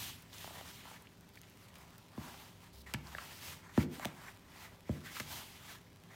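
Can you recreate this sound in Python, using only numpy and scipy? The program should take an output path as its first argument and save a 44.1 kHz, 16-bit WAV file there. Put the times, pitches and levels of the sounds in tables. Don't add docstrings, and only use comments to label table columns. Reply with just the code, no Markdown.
import sys
import numpy as np
from scipy import signal
from scipy.fft import rfft, irfft, next_fast_len
from scipy.io import wavfile
from scipy.ndimage import uniform_filter1d

SR = 44100
rng = np.random.default_rng(int(sys.argv[2]) if len(sys.argv) > 2 else 0)


def dump(signal):
    limited = np.clip(np.atleast_2d(signal).T, -1, 1)
    pcm = np.round(limited * 32767).astype(np.int16)
    wavfile.write(sys.argv[1], SR, pcm)


N = 271209
T = np.arange(N) / SR
HIT_SAMPLES = 8192
HIT_HZ = np.fft.rfftfreq(HIT_SAMPLES, 1 / SR) + 1


def gain_of(db):
    return 10 ** (np.asarray(db) / 20)


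def unit_rms(x):
    return x / np.sqrt(np.mean(x ** 2) + 1e-20)


def curve_at(points, hz):
    f, value = np.transpose(points)
    return np.interp(np.log(hz + 1), np.log(f + 1), value)


def add(mix, start_s, sound):
    part = mix[round(start_s * SR):][:len(sound)]
    part += sound[:len(part)]


def coloured(x, eq):
    size = next_fast_len(N)
    gain = gain_of(curve_at(eq, np.fft.rfftfreq(size, 1 / SR)))
    return unit_rms(irfft(rfft(x, size) * gain, size)[:N])


def wander(per_s):
    return unit_rms(np.interp(T * per_s, np.arange(8192), rng.standard_normal(8192)))


def gate(start_s, length_s, fade_s):
    return np.clip(np.minimum(T - start_s, start_s + length_s - T) / fade_s, 0, 1)


def resonance(hz, width_hz):
    return 1 / (1 + (2 * (HIT_HZ - hz) / width_hz) ** 2)


def hump_db(hz, skirt, sharpness):
    return -skirt / 2 * np.log2(1 + (sharpness * (HIT_HZ / hz - hz / HIT_HZ)) ** 2)


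def minimum_phase(db):
    cepstrum = irfft(np.log(gain_of(np.maximum(db - db.max(), -100))))
    half = len(cepstrum) // 2
    cepstrum[1:half] *= 2
    cepstrum[half + 1:] = 0
    return np.exp(rfft(cepstrum))


def grains(per_s, spread_db, hiss):
    slips = (rng.random(N) < per_s / SR) * rng.choice([-1, 1], N)
    size = gain_of(spread_db * np.minimum(rng.exponential(1, N), 4))
    return unit_rms(slips * size) + hiss * rng.standard_normal(N)


def finger_gaps(x, depth_db):
    bands = signal.stft(x, SR, nperseg=512)[2]
    patches = uniform_filter1d(rng.standard_normal(bands.shape), 9, axis=0)
    patches = unit_rms(uniform_filter1d(patches, 9, axis=1))
    return unit_rms(signal.istft(bands * gain_of(depth_db * patches), SR, nperseg=512)[1][:N])


# f/Hz, level/dB
AIR_EQ = [(20, -56), (33, -5), (45, -5), (80, 2.5), (180, 0), (260, -3), (400, -11.5), (550, -10.5),
          (1000, -18.5), (2500, -29), (6000, -29), (15500, -47)]
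# f/Hz, level/dB
HUM_PARTIALS = [(102.3, -69.5), (172.3, -69), (393, -74.5)]
def background(air_db=-62, drone_db=-58, drone_hz=67):
    air = gain_of(air_db) * coloured(rng.standard_normal(N), AIR_EQ)
    hum = sum(gain_of(db) * unit_rms(np.sin(2 * np.pi * hz * T + 0.93 * wander(per_s=7.1)))
              for hz, db in HUM_PARTIALS)
    drone = gain_of(drone_db) * unit_rms(np.sin(2 * np.pi * drone_hz * T))
    return air + hum + drone * gate(start_s=2.68, length_s=0.58, fade_s=0.1)


# f/Hz, t60/s
REVERB_T60 = [(100, 0.42), (400, 0.65), (2000, 0.44), (12000, 0.05)]
# f/Hz, level/dB
REVERB_EQ = [(60, -12), (200, -6), (400, -6.5), (1000, -11.5), (12000, -13.5)]
# f/Hz, relative level/dB, t60/s
ROOM_MODES = [(87.5, -21, .35), (149.2, 9, 0.5), (247, -31, 0.22), (250, -9, 0.95), (351, -11, 0.36),
              (444, -19, 0.65), (583, -27, 0.86)]
def kitchen_reverb(x, build_s=0.009, echoes_per_s=3000):
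    echoes = rng.choice([-1., 1.], SR) * (rng.random(SR) < echoes_per_s / SR)
    band_hz, frame_s, bands = signal.stft(unit_rms(echoes), SR, nperseg=512)
    damping = np.log(1000) / curve_at(REVERB_T60, band_hz)[:, None]
    decay = np.exp(-damping * frame_s) * np.sqrt(2 * damping / SR)
    bands *= gain_of(curve_at(REVERB_EQ, band_hz)[:, None]) * decay
    tail = signal.istft(bands, SR, nperseg=512)[1][:SR]
    t = T[:SR]
    for hz, db, t60 in ROOM_MODES:
        damping = np.log(1000) / t60
        tail += 3.2 * gain_of(db) * damping / SR * np.exp(-damping * t) * np.sin(2 * np.pi * hz * t)
    return signal.fftconvolve(x, tail * np.minimum(t / build_s, 1))[:N]


# f/Hz, level/dB
CRUMB_EQ = [(500, -4), (2500, 8.5), (6000, -1), (14000, -3)]
def crumbs(level_db=-74):
    return gain_of(level_db) * coloured(grains(per_s=70, spread_db=3, hiss=0), CRUMB_EQ)


# t/s, length/s, level/dB
TEAR_CUES = [(1.332, 0.067, -66), (1.625, .025, -68), (1.745, 0.032, -73), (2.727, .1, -61.5)]
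# f/Hz, level/dB
TEAR_EQ = [(1500, -18), (3000, -1), (4400, 4), (6500, -6.5), (15000, -4)]
def tears():
    envelope = sum(gain_of(db) * gate(s, length_s, fade_s=0.006) for s, length_s, db in TEAR_CUES)
    return envelope * coloured(grains(per_s=1200, spread_db=-1, hiss=0.45), TEAR_EQ)


def pop(hz, skirt, decay_ms, rise_ms=0.14, headroom_db=7):
    ms = np.arange(HIT_SAMPLES) * 1000 / SR
    fade = np.exp(-ms / decay_ms)
    ruptures = fade * (1 - np.exp(-ms / rise_ms)) * rng.laplace(0, 1, HIT_SAMPLES)
    burst = irfft(rfft(ruptures) * minimum_phase(hump_db(hz, skirt, sharpness=2)))
    return gain_of(-headroom_db) * burst * np.linalg.norm(fade) / np.linalg.norm(burst)


# t/s, rough peak level/dB
SNAP_CUES = [(0.223, -39), (.902, -42), (1.0227, -41), (1.209, -43.5), (1.291, -44), (1.4156, -35.5),
             (1.499, -43.5), (1.755, -45), (1.784, -44), (1.9819, -37.5)]
def snaps():
    out = np.zeros(N)
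    for s, db in SNAP_CUES:
        add(out, s, gain_of(db) * pop(hz=11200, skirt=3.5, decay_ms=0.68))
    return out


# t/s, rough peak level/dB, pocket f/Hz, skirt/(dB per octave), decay/ms
SMACK_CUES = [(.33, -36.5, 3440, 12, 1), (0.383, -31, 4800, 7, .4), (1.07, -43, 2800, 16, 2.1),
              (1.356, -40, 4040, 2, 0.51), (1.3728, -41, 2090, 15, 3), (1.433, -49.5, 2370, 8, 6),
              (1.684, -50.5, 2480, 2, 9.1), (1.755, -45.5, 2150, 4.5, 7.6), (2.863, -45, 2000, 35, 23),
              (2.9381, -21.5, 2820, 4.5, 1.86), (2.944, -25, 1930, 10.5, 2.8), (3.0707, -36, 4800, 13, .71),
              (3.1492, -24, 1670, 14, 1.1), (3.183, -25, 1350, 14, 1.9), (3.7775, -27.5, 1600, 14, 1.8),
              (3.798, -39.5, 2140, 25, 20), (4.048, -22, 2160, 6.5, 1.2), (4.054, -19.5, 2400, 4, 0.93),
              (5.167, -32.5, 1320, 10.5, 4.6), (5.199, -25.5, 1500, 4, 4.2), (5.2036, -25.5, 1910, 14, 1.2)]
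def smacks():
    out = np.zeros(N)
    for s, db, hz, skirt, decay_ms in SMACK_CUES:
        add(out, s, gain_of(db) * pop(hz, skirt, decay_ms))
    return out


# f/Hz, width/Hz, boost/dB
BOWL_MODES = [(123.3, 34, 8.5), (143.5, 40, -4.5), (197, 34, 5), (258, 190, 8), (355, 13, 4),
              (386, 93, -2.5)]
def knock(hz, skirt, wall_hz, wall_db, boom_db, rebound_s=0.00833, rebound_db=-10.5):
    colour_db = sum(db * resonance(mode_hz, width) for mode_hz, width, db in BOWL_MODES)
    colour_db -= 10 * np.log10(1 + (48 / HIT_HZ) ** 8)
    colour_db += hump_db(hz, skirt, sharpness=0.95)
    colour_db += wall_db * resonance(wall_hz, width_hz=340)
    colour_db += (17.5 + boom_db) * resonance(hz=76.8, width_hz=37)
    delay_s = np.minimum(1.677 * (1000 / HIT_HZ) ** 0.809, 11) / 1000
    chirp = np.exp(-2j * np.pi * np.cumsum(delay_s) * SR / HIT_SAMPLES)
    rebound = gain_of(rebound_db) * np.exp(-2j * np.pi * HIT_HZ * rebound_s) / (1 + (HIT_HZ / 550) ** 4)
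    hit = irfft(minimum_phase(colour_db) * chirp * (1 + rebound))
    return hit / abs(hit).max()


# t/s, peak level/dB, wall ring f/Hz
KNUCKLE_CUES = [(.4432, -39, 755), (0.475, -40.5, 734), (.506, -45, 680), (0.57, -44, 700),
                (0.6098, -43, 728), (.854, -46, 905), (0.9132, -46.5, 850), (3.149, -42, 650),
                (3.996, -37.5, 755), (4.049, -36, 900)]
def knuckles():
    out = np.zeros(N)
    for s, db, hz in KNUCKLE_CUES:
        add(out, s, gain_of(db) * knock(hz, skirt=5.5, wall_hz=hz, wall_db=10, boom_db=1.5))
    return out


# t/s, peak level/dB, body f/Hz, wall ring f/Hz, wall boost/dB, boom trim/dB
THUMP_CUES = [(2.1773, -34, 220, 970, 10.5, 5), (2.94, -33.5, 141, 917, 21, -12),
              (3.7762, -16.5, 242, 990, 6, 4), (4.0538, -30, 208, 700, 22.5, -2),
              (4.8926, -27, 173, 576, 12.5, 5), (5.2009, -39, 151, 606, 20.5, -8)]
def thumps():
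    out = np.zeros(N)
    for s, db, hz, *wall_and_boom in THUMP_CUES:
        add(out, s, gain_of(db) * knock(hz, 9, *wall_and_boom))
    return out


# f/Hz, level/dB
ROCK_EQ = [(45, -27), (80, 10), (135, -3.5), (190, -4), (265, -3), (360, -18), (600, -23)]
def rocking(speed_db, judder_db, ordinary_db=-65):
    return coloured(rng.standard_normal(N), ROCK_EQ) * gain_of(ordinary_db + 0.96 * speed_db + judder_db)


# f/Hz, level/dB
RUB_EQ = [(100, -34.5), (270, -12), (360, -12), (480, -11), (680, -5.5), (950, -2.5), (1200, -7),
          (2000, -18), (5000, -40.5)]
def rubbing(press_db, judder_db, trim_db=2):
    rub = coloured(grains(per_s=900, spread_db=3.5, hiss=1), RUB_EQ)
    return rub * gain_of(press_db + judder_db + trim_db)


# f/Hz, level/dB
SQUELCH_EQ = [(400, -38), (1000, 2), (1500, 2.5), (2000, 5), (2500, -1.5), (3500, -28), (7000, -13),
              (16000, -35)]
def squelch(squeeze_db, judder_db):
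    crackle = coloured(grains(per_s=1500, spread_db=2, hiss=1), SQUELCH_EQ)
    return finger_gaps(crackle, depth_db=3.5) * gain_of(squeeze_db + judder_db + wander(per_s=180))


# f/Hz, level/dB
FLOUR_EQ = [(600, -31), (1800, -3), (2600, 1), (3200, 2.5), (4200, -0.5), (6000, -3.5), (9500, -7.5),
            (12500, -7.5), (14800, -4.5), (16000, -15)]
def flour_hiss(slide_db, speed_db, judder_db, trim_db=1.3, fine_hz=7000):
    hiss = coloured(grains(per_s=9000, spread_db=2.5, hiss=1.3), FLOUR_EQ)
    hiss = finger_gaps(hiss, depth_db=1.25)
    fine = signal.sosfiltfilt(signal.butter(1, fine_hz, "high", fs=SR, output="sos"), hiss)
    hiss += fine * (gain_of(0.19 * speed_db) - 1)
    return hiss * gain_of(slide_db + 0.45 * judder_db + trim_db)


# slide level/dB, squeeze level/dB, press level/dB
IDLE_DB = [-71.5, -75, -74.5]
# crest t/s, rise/s, fall/s, slide level/dB, squeeze level/dB, press level/dB
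STROKES = [(.025, 0.15, 0.11, -46.5, -59, -61.5), (.21, 0.063, 0.046, -66, -64.5, -78),
           (.34, 0.017, .06, -59, -64, -72), (.43, 0.096, .11, -53, -61.5, -64),
           (.58, 0.11, 0.041, -58, -64, -60), (.70, 0.14, 0.19, -56.5, -63, -68),
           (.905, 0.075, 0.099, -60, -58.5, -63), (1.49, 0.079, 0.11, -70, -71, -92),
           (1.64, 0.077, .04, -66, -66, -81), (1.815, 0.072, 0.057, -65, -66, -62.5),
           (1.95, 0.15, 0.18, -71, -73, -74), (2.265, 0.1, 0.077, -57, -61.5, -56),
           (2.40, 0.16, 0.15, -59.5, -67, -66), (2.63, 0.03, 0.066, -64.5, -66, -68.5),
           (2.868, 0.0053, 0.12, -62, -62, -64.5), (3.085, 0.048, 0.12, -61, -58, -64.5),
           (3.25, 0.13, 0.14, -56.5, -59, -61), (3.37, 0.13, .08, -58, -76, -69),
           (3.48, 0.097, 0.089, -51, -55, -62), (3.66, 0.033, 0.077, -70.5, -59.5, -69),
           (3.827, 0.074, 0.017, -51, -49, -64), (3.951, 0.041, 0.053, -55.5, -60.5, -61.5),
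           (4.035, 0.036, 0.068, -56, -52, -56.5), (4.15, .05, .08, -69, -65, -68),
           (4.265, .12, 0.086, -61, -56.5, -64.5), (4.645, 0.14, 0.046, -58.5, -59, -63),
           (4.73, .04, 0.05, -69, -74, -66.5), (4.93, 0.069, .11, -63, -61.5, -68.5),
           (5.065, .03, .05, -56.5, -57, -69), (5.18, .08, 0.083, -51, -54, -62.5),
           (5.33, 0.062, 0.13, -49, -62, -56.5), (5.52, 0.13, .2, -60, -64, -71),
           (5.719, 0.086, 0.053, -55.5, -58, -62.5), (6.14, 0.063, .05, -68, -64, -68.5)]
def kneading(drop_db=9.5, rise_shape=1.7, fall_shape=1.48, ordinary_slide_db=-58.5):
    power = gain_of(IDLE_DB)[:, None] ** 2 * np.ones(N)
    for crest_s, rise_s, fall_s, *levels_db in STROKES:
        away_s = abs(T - crest_s)
        slope = np.where(T < crest_s, (away_s / rise_s) ** rise_shape, (away_s / fall_s) ** fall_shape)
        swell = gain_of(-np.minimum(drop_db * slope, 100))
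        power += (gain_of(levels_db)[:, None] * swell) ** 2
    slide_db, squeeze_db, press_db = 10 * np.log10(power)
    speed_db = slide_db - ordinary_slide_db
    judder_db = 1.5 * wander(per_s=70)
    bowl = rocking(speed_db, judder_db) + rubbing(press_db, judder_db)
    return bowl + squelch(squeeze_db, judder_db) + flour_hiss(slide_db, speed_db, judder_db)


def scene():
    near = kneading() + crumbs() + thumps() + knuckles() + smacks() + snaps() + tears()
    return (near + kitchen_reverb(near) + background())[None]


def record(dry, cutoff_hz=16000):
    lowpass = signal.firwin(511, cutoff_hz, window=("kaiser", 9), fs=SR)
    return signal.oaconvolve(dry, lowpass[None], "same")


dry = scene()
out = record(dry)
dump(out)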